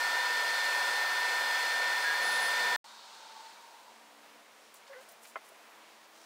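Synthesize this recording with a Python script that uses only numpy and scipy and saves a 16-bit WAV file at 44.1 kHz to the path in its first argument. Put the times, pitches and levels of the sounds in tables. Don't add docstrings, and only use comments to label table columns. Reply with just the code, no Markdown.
import sys
import numpy as np
from scipy import signal
from scipy.fft import rfft, irfft
from scipy.io import wavfile
from scipy.ndimage import uniform_filter1d

SR = 44100
rng = np.random.default_rng(int(sys.argv[2]) if len(sys.argv) > 2 else 0)


def inscribe(sig):
    pcm = np.round(np.clip(np.atleast_2d(sig).T, -1, 1) * 32767)
    wavfile.write(sys.argv[1], SR, pcm.astype(np.int16))


N = 275625
T = np.arange(N) / SR
HZ = np.arange(1, N // 2 + 2) * SR / N


def undb(db):
    return 10 ** (np.asarray(db) / 20)


def at_rms(x, db):
    return x * undb(db) / np.sqrt(np.mean(x ** 2))


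def gate(start_s, end_s, fade_s):
    return np.clip(np.minimum(T - start_s, end_s - T) / fade_s + .5, 0, 1)


def curves(table):
    times_s, *columns = np.transpose(table)
    return [np.interp(T, times_s, c) for c in columns] + [gate(times_s[0], times_s[-1], .01)]


def walk(rate_hz):
    hold = int(SR / rate_hz)
    steps = np.repeat(rng.standard_normal(N // hold + 1), hold)
    return 1.3 * uniform_filter1d(uniform_filter1d(steps, hold), hold)[:N]


def hump(hz, width_hz):
    return 1 / (1 + (2 * (HZ - hz) / width_hz) ** 2)


def spectrum_db(points):
    hz, db = np.transpose(points)
    return np.interp(np.log(HZ), np.log(hz), db, left=-120, right=-120)


def noise(gain):
    return at_rms(irfft(gain * rfft(rng.standard_normal(N)), N), 0)


def living_noise(colour_db, swell_db, flicker_db, treble_db=0):
    spectrum = undb(colour_db) * rfft(rng.standard_normal(N))
    common_db = swell_db * walk(4.995)
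    out = 0
    for octave in range(-5, 5):
        share = np.clip(1 - np.abs(np.log2(HZ / 1000) - octave), 0, 1)
        band_db = common_db + flicker_db * walk(9) + (octave >= 3) * treble_db
        out += irfft(spectrum * share, N) * undb(band_db)
    return out


def tone(hz, orders, waver_db, drift=0):
    phase = 2 * np.pi * np.cumsum(hz * (1 + drift * walk(6))) / SR
    return sum(np.sqrt(2) * undb(db + waver_db * walk(12)) * np.sin(k * phase + 2 * np.pi * rng.random())
               for k, db in orders)


def gated_tones(table, fade_s):
    return sum(gate(start_s, end_s, fade_s) * tone(hz, [(1, db)], waver_db=1.5, drift=.0007)
               for start_s, end_s, hz, db in table)


# (frequency [Hz], relative density [dB])
AIR_SPECTRUM = [(59, -104), (100, -64), (223, -31), (884, -8), (962, -8), (1140, -13), (1410, -7.5),
                (1670, -8), (1780, -7.5), (1930, -9.5), (3080, -17), (3500, -14.5), (3810, -19),
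                (4230, -17), (15700, -31)]
# (centre [Hz], width [Hz], lift [dB])
CABINET_MODES = [(533, 210, 5.5), (655, 40, -9.5), (752, 135, 3), (1420, 160, 2), (1866, 35, -8),
                 (2020, 110, 1), (2290, 260, 2.5), (2730, 60, -5.5), (3430, 290, 4.5), (4310, 410, 8.5),
                 (4950, 280, 5.5), (3800, 180, -2.5), (4600, 200, -3), (5520, 99, -3.5), (6130, 220, 1),
                 (6700, 190, -2.5), (5630, 150, 2), (8150, 350, 1.5)]

def extraction_air(uncovered):
    colour_db = spectrum_db(AIR_SPECTRUM) + sum(db * hump(hz, width) for hz, width, db in CABINET_MODES)
    rush = living_noise(colour_db, swell_db=.4, flicker_db=.6, treble_db=-1.5 * uncovered)
    return undb(2 * uncovered) * at_rms(rush, -34.5)


# (time [s], pitch [Hz], level [dB])
MOTOR_TRACK = [(0.0, 1803.3, -33.3), (1.5, 1803.6, -34), (1.86, 1804, -33), (2.12, 1805, -35.5),
               (2.35, 1806, -32.3), (2.76, 1806, -33)]
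# (multiple, relative level [dB])
MOTOR_OVERTONES = [(2, -16), (3, -28), (4, -34)]

def motor_whine():
    hz, db, _ = curves(MOTOR_TRACK)
    return undb(db) * (tone(hz, [(1, .0039)], waver_db=.63) + tone(hz, MOTOR_OVERTONES, waver_db=1.8))


# (multiple, relative level [dB])
FAN_A_ORDERS = [(2, 1), (3, -1), (4, -5), (5, -11), (6, -15)]
FAN_B_ORDERS = [(1, -14), (2, 1), (6, -15)]

def fans(uncovered, period_s=.536, crest_s=1.3):
    swell_db = 1.4 * np.cos(2 * np.pi * (T - crest_s) / period_s)
    fan_a = tone(hz=479.6, orders=FAN_A_ORDERS, waver_db=.93, drift=.00147)
    fan_b = tone(hz=494.1, orders=FAN_B_ORDERS, waver_db=1.53, drift=.001525)
    return undb(-47 + swell_db + 3.5 * uncovered) * (fan_a + fan_b)


# (pitch [Hz], level [dB])
MACHINE_TONES = [(226, -76), (681, -58), (1323, -56), (1948, -57), (2143, -57), (2620, -57), (2847, -59),
                 (3327, -61), (4059, -57), (4317, -59), (4538, -62), (5017, -60), (5599, -66), (6019, -67)]

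def machine_tones():
    return sum(tone(hz, [(1, db)], waver_db=3, drift=.001) for hz, db in MACHINE_TONES)


# (start [s], end [s], pitch [Hz], level [dB])
PASSING_TONES = [(2.045, 2.145, 1648, -33.5), (2.165, 2.2, 1690, -46), (2.02, 2.05, 9560, -55),
                 (2.225, 2.3, 9886, -47.5), (2.315, 2.385, 9886, -45), (2.4, 2.49, 9886, -47),
                 (2.52, 2.54, 9886, -58), (1.1, 1.55, 7730, -64), (2.2, 2.77, 205, -68)]

def passing_tones():
    return gated_tones(PASSING_TONES, fade_s=.0099)


# (frequency [Hz], relative density [dB])
ROOM_SPECTRUM = [(15, -58), (25, -41), (189, -16), (222, -5.5), (254, -12.5), (307, -6.5), (381, -9),
                 (413, -3), (448, -3.5), (653, 0), (832, -1), (952, 1), (1280, -3), (1870, -4),
                 (15700, -21.5)]

def room_tone():
    return at_rms(living_noise(spectrum_db(ROOM_SPECTRUM), swell_db=.5, flicker_db=.7), -57)


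# (time [s], level [dB])
TYRE_DRONE = [(2.84, -57), (3.05, -64.5), (3.26, -56), (3.38, -50.5), (3.48, -58.5), (3.69, -62.5),
              (3.8, -57.5), (4.0, -63), (4.3, -76)]
# (frequency [Hz], relative density [dB])
VEHICLE_HISS = [(710, 0), (1200, -2), (1570, -1), (1820, -15), (2540, -9), (4270, -3.5), (8720, -14),
                (11000, -30), (14300, -56), (22000, -120)]

def vehicle(pass_s=3.33, pass_length_s=.5, hiss_falls_s=3.44, fall_db_per_s=27):
    drone_db, audible = curves(TYRE_DRONE)
    near = np.exp(-(2 * (T - pass_s) / pass_length_s) ** 4)
    roughness = .93 - .38 * near
    tread = np.sqrt(2 - 2 * roughness ** 2) + roughness * (noise(hump(0, 120)) + 1j * noise(hump(0, 140)))
    drone_hz = (936 - 44.12 * near) * (1 + .0059 * walk(25))
    drone = np.real(tread * np.exp(2j * np.pi * np.cumsum(drone_hz) / SR))
    colour_db = spectrum_db(VEHICLE_HISS) + 4 * hump(3700, 300) + 4 * hump(4360, 400)
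    hiss = at_rms(living_noise(colour_db, swell_db=.67, flicker_db=.52), -55)
    fall_db = fall_db_per_s * np.clip(T - hiss_falls_s, 0, None)
    return audible * (undb(drone_db) * drone + undb(-fall_db) * hiss)


# (start [s], end [s], pitch [Hz], level [dB])
DISTANT_HUMS = [(2.85, 3.6, 226, -79.5), (3.8, 4.4, 226, -76), (4.0, 4.4, 290, -74), (4.5, 6.3, 226, -81),
                (4.6, 4.85, 304, -80), (5.7, 6.3, 325, -74.5)]

def distant_hums():
    return gated_tones(DISTANT_HUMS, fade_s=.09)


# (start [s], end [s], pitch [Hz], level [dB])
FAINT_WHISTLES = [(4.61, 4.70, 5600, -71.5), (3.56, 3.6, 2300, -64), (2.88, 3.05, 3760, -63),
                  (3.33, 3.39, 1125, -61), (6.0, 6.03, 1850, -63)]

def faint_whistles():
    return gated_tones(FAINT_WHISTLES, fade_s=.026)


# (start [s], length [s], centre [Hz], level [dB])
SLEEVE_RUSTLES = [(3.137, .03, 6000, -61), (4.739, .011, 12000, -52), (4.743, 0.048, 7600, -60),
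                  (4.862, .035, 4000, -60.5), (4.998, .04, 8500, -64), (5.082, 0.03, 9000, -58),
                  (5.107, .03, 12000, -58), (5.21, 0.066, 9000, -59), (5.242, 0.029, 2290, -54.5),
                  (5.256, 0.063, 8000, -57.5), (5.443, 0.039, 8000, -60.5), (5.474, 0.032, 10000, -62),
                  (6.02, .05, 4500, -64), (6.1, .25, 4950, -65)]

def sleeve_rustles():
    grain = undb(2.5 * walk(300))
    out = 0
    for start_s, length_s, hz, db in SLEEVE_RUSTLES:
        progress = (T - start_s) / length_s
        envelope = np.clip(progress / .3, 0, 1) * np.exp(-3 * np.clip(progress - .6, 0, 50))
        low_cut = HZ / (HZ + hz / 2)
        out += undb(db) * envelope * noise(hump(hz, width_hz=1.3 * hz) * low_cut)
    return grain * out


# (time [s], peak [dB], contact low-pass [Hz])
DESK_KNOCKS = [(5.3572, -27, 4000), (5.3612, -28, 3000), (5.3665, -38, 4000), (5.515, -50, 700),
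               (4.745, -50, 2500)]
# (frequency [Hz], relative level [dB], T60 [s])
DESK_MODES = [(430, -14, .03), (657, -3, .04), (800, -4, .03), (1087, -2, .04), (1180, -5, .02),
              (1314, 0, .03), (1669, -17, .06), (1895, -14, .04), (2083, -6, .045), (2374, -17, .04),
              (3058, -15, .02)]

def desk_knocks(contact_s=.00045):
    t, out = T[:SR // 5], np.zeros(N)
    for start_s, peak_db, top_hz in DESK_KNOCKS:
        ring = 0
        for hz, db, t60_s in DESK_MODES:
            envelope = undb(db + 1.7 * rng.standard_normal() - 60 * t / t60_s)
            ring += envelope * np.sin(2 * np.pi * hz * t + rng.random())
        attack = 1 - np.exp(-t / contact_s)
        band = signal.butter(4, [350, top_hz], "band", fs=SR, output="sos")
        blow = signal.sosfilt(band, attack * ring)
        onset = int(start_s * SR)
        out[onset:onset + len(blow)] += undb(peak_db) * blow / np.abs(blow).max()
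    return out


# (start [s], length [s], first rate [Hz], last rate [Hz], first level [dB], first overtone gain [dB])
CHAIR_SLIPS = [(4.899, .048, 545, 585, -50.5, -17), (4.944, .09, 490, 640, -51.5, -10.5),
               (5.087, .07, 665, 685, -64, -22)]
# (multiple, relative level [dB])
SQUEAK_OVERTONES = [(2, 2), (3, 2), (4, -4), (5, -9)]

def chair_squeak():
    out = 0
    for start_s, length_s, first_hz, last_hz, db, bright_db in CHAIR_SLIPS:
        run_out = np.clip((T - start_s) / length_s, 0, 1) ** 3
        fade_db = 9 * run_out
        rate_hz = first_hz + (last_hz - first_hz) * run_out
        phase = 2 * np.pi * np.cumsum(rate_hz * (1 + .018 * walk(150))) / SR
        overtones = sum(undb(order_db + 3.5 * walk(60)) * np.sin(k * phase)
                        for k, order_db in SQUEAK_OVERTONES)
        envelope = gate(start_s, start_s + length_s, .009) * undb(db - fade_db + 2.2 * walk(80))
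        out += np.sqrt(2) * envelope * (np.sin(phase) + undb(bright_db - fade_db) * overtones)
    return out


def chair_catch(start_s=4.928, decay_s=.016):
    age = np.clip(T - start_s, 0, None) / decay_s
    envelope = np.clip(4 * age, 0, 1) * np.exp(-age)
    return undb(-46) * envelope * noise(hump(1750, width_hz=460))


def scene(cutter_end_s=2.762, room_start_s=2.8425):
    uncovered = np.interp(T, [2.5, 2.61], [0, 1])
    cutter = extraction_air(uncovered) + motor_whine() + fans(uncovered) + machine_tones() + passing_tones()
    background = room_tone() + vehicle() + distant_hums() + faint_whistles()
    workroom = background + sleeve_rustles() + desk_knocks() + chair_squeak() + chair_catch()
    mono = (T < cutter_end_s) * cutter + (T > room_start_s) * workroom
    return np.array([mono, mono])


def record(dry, notch_hz=11600, notch_width_hz=560, top_hz=15700):
    notch = signal.iirnotch(notch_hz, notch_hz / notch_width_hz, fs=SR)
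    notched = signal.lfilter(*notch, signal.lfilter(*notch, dry))
    return signal.sosfilt(signal.ellip(10, .2, 80, top_hz, fs=SR, output="sos"), notched)


dry = scene()
out = record(dry)
inscribe(out)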